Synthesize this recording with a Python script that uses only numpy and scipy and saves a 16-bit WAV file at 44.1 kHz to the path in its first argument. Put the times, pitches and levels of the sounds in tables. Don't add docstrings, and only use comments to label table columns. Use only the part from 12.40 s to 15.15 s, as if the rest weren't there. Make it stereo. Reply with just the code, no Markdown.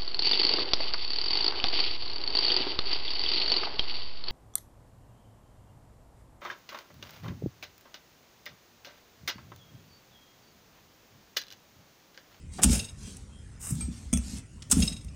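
import sys
import numpy as np
from scipy import signal
from scipy.fft import rfft, irfft, next_fast_len
from scipy.io import wavfile
from scipy.ndimage import uniform_filter1d, map_coordinates

SR = 44100
rng = np.random.default_rng(int(sys.argv[2]) if len(sys.argv) > 2 else 0)


def transcribe(u):
    v = np.clip(np.atleast_2d(u).T, -1, 1)
    q = np.round(v * 32767).astype(np.int16)
    wavfile.write(sys.argv[1], SR, q)


N = 121275

# (frequency [Hz], relative level [dB])
ROOM_COLOUR = [(30, -6.5), (80, -0.5), (130, -9.5), (240, -17), (330, -23.5), (700, -35.5), (2500, -36.5),
               (4000, -42), (8700, -36), (11500, -54.5), (16000, -100)]
# (start [s], length [s], level [dB])
WHISTLES = [(0.61, 0.13, -50), (0.863, 0.21, -60)]
# (frequency [Hz], likeness [0 to 1])
EAR_LIKENESS = [(250, 0.94), (700, 0.57), (2000, 0.028), (9000, 0.026)]
# (frequency [Hz], fade [s])
ECHO_FADES = [(100, 0.17), (1000, 0.5), (12000, 0.088)]

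# (time [s], level [dB])
GRIPS = [(2.2217, -37)]
# (frequency [Hz], relative level [dB])
CONTACT_COLOUR = [(1500, -14), (2900, 2.5), (8500, -4), (14000, -30)]
# (start [s], rise [s], hold [s], fade [s], level [dB])
RUBS = [(.11, 0.027, 0.054, 0.11, -46), (.55, 0.11, 0.041, 0.5, -44), (1.33, 0.068, 0.014, 0.35, -43),
        (1.5, 0.045, 0.039, 0.73, -49), (1.78, 0.099, 0.11, 0.088, -41.5)]
# (frequency [Hz], relative level [dB])
RUB_COLOUR = [(110, -9), (210, 19), (450, -11), (2000, -10), (4500, -3.5), (8600, -0.5), (12000, -19),
              (16000, -29)]
# (start [s], rise [s], hold [s], fade [s], level [dB])
SCUFFS = [(.183, 0.0061, 0.0049, 0.12, -31), (.237, 0.0051, .003, 0.032, -29.5),
          (2.315, 0.015, 0.002, 0.024, -34)]
# (frequency [Hz], relative level [dB])
SCUFF_COLOUR = [(100, -0.5), (283, 2.5), (550, -9.5), (1500, -8.5), (4000, -26), (9000, -56)]
# (start [s], rise [s], hold [s], fade [s], level [dB])
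PULLS = [(1.191, 0.049, 0.07, 0.28, -37.5)]
# (frequency [Hz], relative level [dB])
PULL_COLOUR = [(300, -11.5), (2400, -4.5), (4000, -21), (5000, -3.5), (8400, 10), (11500, -3), (16000, -8)]
# (start [s], rise [s], hold [s], fade [s], level [dB])
SLICES = [(0.217, .004, .02, 0.18, -30), (0.267, 0.062, 0.013, 0.3, -25.5),
          (2.297, 0.0047, 0.024, 0.16, -36), (2.327, 0.076, 0.034, 0.32, -31.5)]
# (frequency [Hz], relative level [dB])
FLESH_COLOUR = [(80, -12.5), (200, 4.5), (450, -2.5), (1000, -17), (1900, -14.5), (2700, -9), (4300, -13),
                (5200, -5), (9000, -1.5), (11500, -13), (15000, -23)]

# (time [s], ring level [dB], click level [dB])
TAPS = [(1.407, -33, -35.5), (1.7286, -32, -16), (1.772, -48, -22.5)]
# (frequency [Hz], relative level [dB])
CLICK_COLOUR = [(400, -9), (1700, -25), (2460, -13), (4400, -34), (5300, -9.5), (6420, -3), (7800, -16),
                (9000, -3.5), (11500, -21.5), (16000, -32)]
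# (frequency [Hz], relative level [dB], fade [s])
FREE_TONES = [(1314, -13.5, 0.12), (2370, -11.5, 0.14), (8410, 5.5, 0.19)]
# (frequency [Hz], level [dB], fade [s])
EDGE_TONES = [(3385, -39, 0.3), (6480, -24, .04), (9900, -26.5, 0.2)]
# (time [s], level [dB])
WAGS = [(0.343, -35), (0.39, -32), (0.439, -42), (0.483, -46), (2.42, -25.5), (2.471, -29.5), (2.52, -37),
        (2.562, -42.5), (2.606, -53.5), (2.679, -56)]
# (frequency [Hz], relative level [dB], fade [s])
STUCK_TONES = [(2775, -1, 0.02), (3815, -0.5, 0.028), (5167, 3, 0.029), (6560, -1, 0.047),
               (8353, 1.5, 0.077), (10200, 0.5, 0.048)]

# (time [s], melon level [dB], table level [dB], melon pitch [factor])
BUMPS = [(.245, -19, -18.5, 1), (0.259, -15, -15, 0.97), (0.3, -16, -10, 0.91), (0.354, -22, -26, 0.93),
         (1.308, -27.5, -62, 0.91), (1.322, -20, -52, 0.64), (1.385, -31.5, -28.5, 0.92),
         (1.425, -35, -20.5, 0.91), (1.484, -26, -28.5, 0.93), (1.663, -71, -30, 0.78),
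         (1.731, -14.5, -18, 0.94), (1.773, -33, -17, 0.92), (1.933, -33, -28, 0.99),
         (2.327, -22, -21, 0.97), (2.369, -11.5, -15, 0.95), (2.394, -43, -11.5, 1), (2.43, -21, -29, 0.86),
         (2.515, -30.5, -31.5, 0.9), (2.648, -39.5, -28, 0.78)]
# (base frequency [Hz], relative level [dB], fade [s])
MELON_TONES = [(129.9, -14.5, 0.26), (191.5, -4, 0.16), (222.3, -2, 0.15), (252.6, -4.5, 0.22)]
# (frequency [Hz], relative level [dB], fade [s])
TABLE_TONES = [(45.2, -6, 0.042), (62.84, 0.5, 0.19), (101.1, -17, 0.47)]

# (time [s], level [dB])
KNOCKS = [(.188, -33.5)]
# (frequency [Hz], relative level [dB], fade [s])
RIND_TONES = [(779, 5.5, 0.078), (1390, -9.5, 0.09)]
# (start [s], length [s], level [dB])
BITES = [(0.226, 0.013, -14.5), (2.309, 0.01, -15.5)]
# (time [s], level [dB])
SNAPS = [(0.2333, -1), (0.2401, -4.5), (2.3135, -3.5), (2.3193, -3), (2.3259, -8.5)]
# (time [s], level [dB])
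CATCHES = [(0.768, -30.5), (1.214, -31.5), (1.353, -28.5), (2.646, -34.5)]
# (frequency [Hz], relative level [dB])
RIND_COLOUR = [(300, -50), (800, -25), (1500, -19), (2000, -29), (2840, -15), (4200, -21.5), (5200, -11.5),
               (7300, -9.5), (8640, -0.5), (10900, -17.5), (15000, -28.5)]


def amp(db):
    return 10 ** (np.asarray(db) / 20)


def unit(x):
    return x / np.sqrt(np.mean(x ** 2) + 1e-20)


def look_up(points, hz):
    frequencies, values = np.transpose(points)
    return np.interp(np.log(hz + 1), np.log(frequencies + 1), values)


def since(s):
    return np.maximum(np.arange(N) / SR - s, 0)


def wobble(rate):
    return map_coordinates(rng.standard_normal(int(N * rate / SR) + 4), [np.arange(N) * rate / SR])


def filtered(x, response):
    size = next_fast_len(N + 8192)
    return irfft(rfft(x, size) * response(np.fft.rfftfreq(size, 1 / SR)), size)[..., :N]


def noise(colour, grain_db, grain_rate, pulses=1):
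    def colour_and_width(hz):
        angle = np.arccos(np.clip(look_up(EAR_LIKENESS, hz), -1, 1)) / 2
        return amp(look_up(colour, hz)) * [np.cos(angle), np.sin(angle)]

    spectra = signal.stft(rng.standard_normal((2, N)), nperseg=512)[2]
    patches = uniform_filter1d(rng.standard_normal(spectra.shape[1:]), size=3, axis=0)
    patches = unit(uniform_filter1d(patches, size=12, axis=1))
    drift_db = 3.5 * patches * np.minimum(np.arange(len(patches)) / 8, 1)[:, None]
    patchy = signal.istft(spectra * amp(drift_db), nperseg=512)[1][:, :N]
    grainy = patchy * amp(grain_db * wobble(grain_rate))
    middle, side = filtered(grainy * pulses, colour_and_width)
    return unit(np.array([middle + side, middle - side]))


def stroke(start, rise, hold, fade, db):
    return amp(db - 60 * since(start + rise + hold) / fade) * np.minimum(since(start) / rise, 1)


def hit(s, rise, fade):
    t = since(s)
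    return (1 - np.exp(-t / rise)) * amp(-60 * t / fade)


def ring(s, tones, rise, spread, blur, pitch=1):
    t = np.arange(SR // 2) / SR
    out = np.zeros((2, N + SR))
    for hz, db, fade in tones:
        ear_phase = spread * rng.standard_normal((2, 1))
        drift = blur * np.cumsum(rng.standard_normal(len(t))) / np.sqrt(SR)
        level = amp(db - 60 * t / fade) * (1 - np.exp(-t / rise))
        wave = np.sin(2 * np.pi * hz * pitch * t + ear_phase + drift)
        out[:, round(s * SR):][:, :len(t)] += level * wave
    return out[:, :N]


def fibres(typical_per_s=700):
    parted = np.cumsum(typical_per_s * amp(4 * wobble(typical_per_s / 2))) / SR
    return np.exp(-3 * (parted % 1))


def background(whistle_hz=3217):
    swell = sum(amp(db) * np.sin(np.pi * np.minimum(since(s) / length, 1)) for s, length, db in WHISTLES)
    whistle = np.array([wobble(160) for ear in range(2)]) * np.sin(2 * np.pi * whistle_hz * since(0))
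    return amp(-44.5) * noise(ROOM_COLOUR, grain_db=1.5, grain_rate=830) + swell * whistle


def room_echo(x):
    hz, t, spectra = signal.stft(rng.standard_normal((2, SR // 2)), SR, nperseg=256)
    dying = amp(-60 * t / look_up(ECHO_FADES, hz)[:, None])
    tail = signal.istft(spectra * dying, SR, nperseg=256)[1]
    delayed = np.pad(x, ((0, 0), (200, 0)))
    return signal.fftconvolve(delayed, tail / np.linalg.norm(tail[0]), axes=1)[:, :N]


def hand_grip():
    tick = sum(amp(db) * hit(s, rise=0.00079, fade=0.05) for s, db in GRIPS)
    return tick * noise(CONTACT_COLOUR, grain_db=-7, grain_rate=800)


def rubbing():
    wet = noise(FLESH_COLOUR, grain_db=2, grain_rate=900, pulses=fibres())
    grit = noise(PULL_COLOUR, grain_db=2, grain_rate=700, pulses=fibres())
    grit *= amp([[0.75], [-0.75]])
    scuff = noise(SCUFF_COLOUR, grain_db=2, grain_rate=400)
    rub = noise(RUB_COLOUR, grain_db=2, grain_rate=1000)
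    layers = (SLICES, wet), (PULLS, grit), (SCUFFS, scuff), (RUBS, rub)
    return sum(stroke(*move) * sound for moves, sound in layers for move in moves)


def free_blade(stop_s=0.051):
    hardest_time = max(TAPS, key=lambda tap: tap[-1])[0]
    next_times = [tap[0] for tap in TAPS[1:]] + [N / SR]
    ringing = 0
    for (s, db, _), next_time in zip(TAPS, next_times):
        steel = amp(db) * ring(s, FREE_TONES, rise=0.00079, spread=0.58, blur=12)
        if s == hardest_time:
            steel += ring(s, EDGE_TONES, rise=0.0012, spread=0.89, blur=16)
        ringing += steel * amp(-60 * since(next_time) / stop_s)
    clicks = sum(amp(db) * hit(s, rise=0.0014, fade=0.042) for s, _, db in TAPS)
    return ringing + clicks * noise(CLICK_COLOUR, grain_db=4, grain_rate=440)


def stuck_blade():
    wags = sum(stroke(s, rise=0.003, hold=0.007, fade=0.03, db=db) for s, db in WAGS)
    slaps = wags * noise(CONTACT_COLOUR, grain_db=1, grain_rate=1000)
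    slide = sum(stroke(*move) for move in SLICES + PULLS) * unit(fibres() * rng.standard_normal((2, N)))
    blade = ring(0, STUCK_TONES, rise=0.00034, spread=0.9, blur=0)[:, :SR // 2]
    blade /= np.linalg.norm(blade[0])
    ringing = signal.fftconvolve(slaps + amp(-13) * slide, blade, axes=1)[:, :N]
    return ringing + 0.5 * slaps


def thuds(muffle_hz=442):
    melon = sum(amp(db) * ring(s, MELON_TONES, rise=0.0028, spread=0.12, blur=3, pitch=pitch)
                for s, db, _, pitch in BUMPS)
    table = sum(amp(db) * ring(s, TABLE_TONES, rise=0.008, spread=0.08, blur=1.2)
                for s, _, db, _ in BUMPS)
    table *= amp([[-1.75], [1.75]])
    return filtered(melon + table, lambda hz: 1 / (1 + (hz / muffle_hz) ** 6))


def rind_knock():
    return sum(amp(db) * ring(s, RIND_TONES, rise=0.0024, spread=1, blur=27) for s, db in KNOCKS)


def rind_crack():
    bites = sum(stroke(s, rise=0.0093, hold=length - 0.003, fade=0.035, db=db) for s, length, db in BITES)
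    snaps = sum(amp(db) * hit(s, rise=0.00084, fade=0.013) for s, db in SNAPS)
    catches = sum(amp(db) * hit(s, rise=0.0012, fade=0.016) for s, db in CATCHES)
    cracking = noise(RIND_COLOUR, grain_db=1, grain_rate=900)
    tearing = noise(RIND_COLOUR, grain_db=-1, grain_rate=700, pulses=fibres())
    return bites * tearing + (snaps + catches) * cracking


def scene():
    near = rind_knock() + rind_crack() + rubbing() + stuck_blade() + free_blade() + hand_grip() + thuds()
    return near + amp(-11.5) * room_echo(near) + background()


def record(dry):
    ceiling, low_hz, top_hz = 0.85, 34, 15900
    rounded = dry / (1 + (dry / ceiling) ** 6) ** (1 / 6)
    return filtered(rounded, lambda hz: (hz < top_hz) * (1 - 1 / (1 + (hz / low_hz) ** 8)))


dry = scene()
out = record(dry)
transcribe(out)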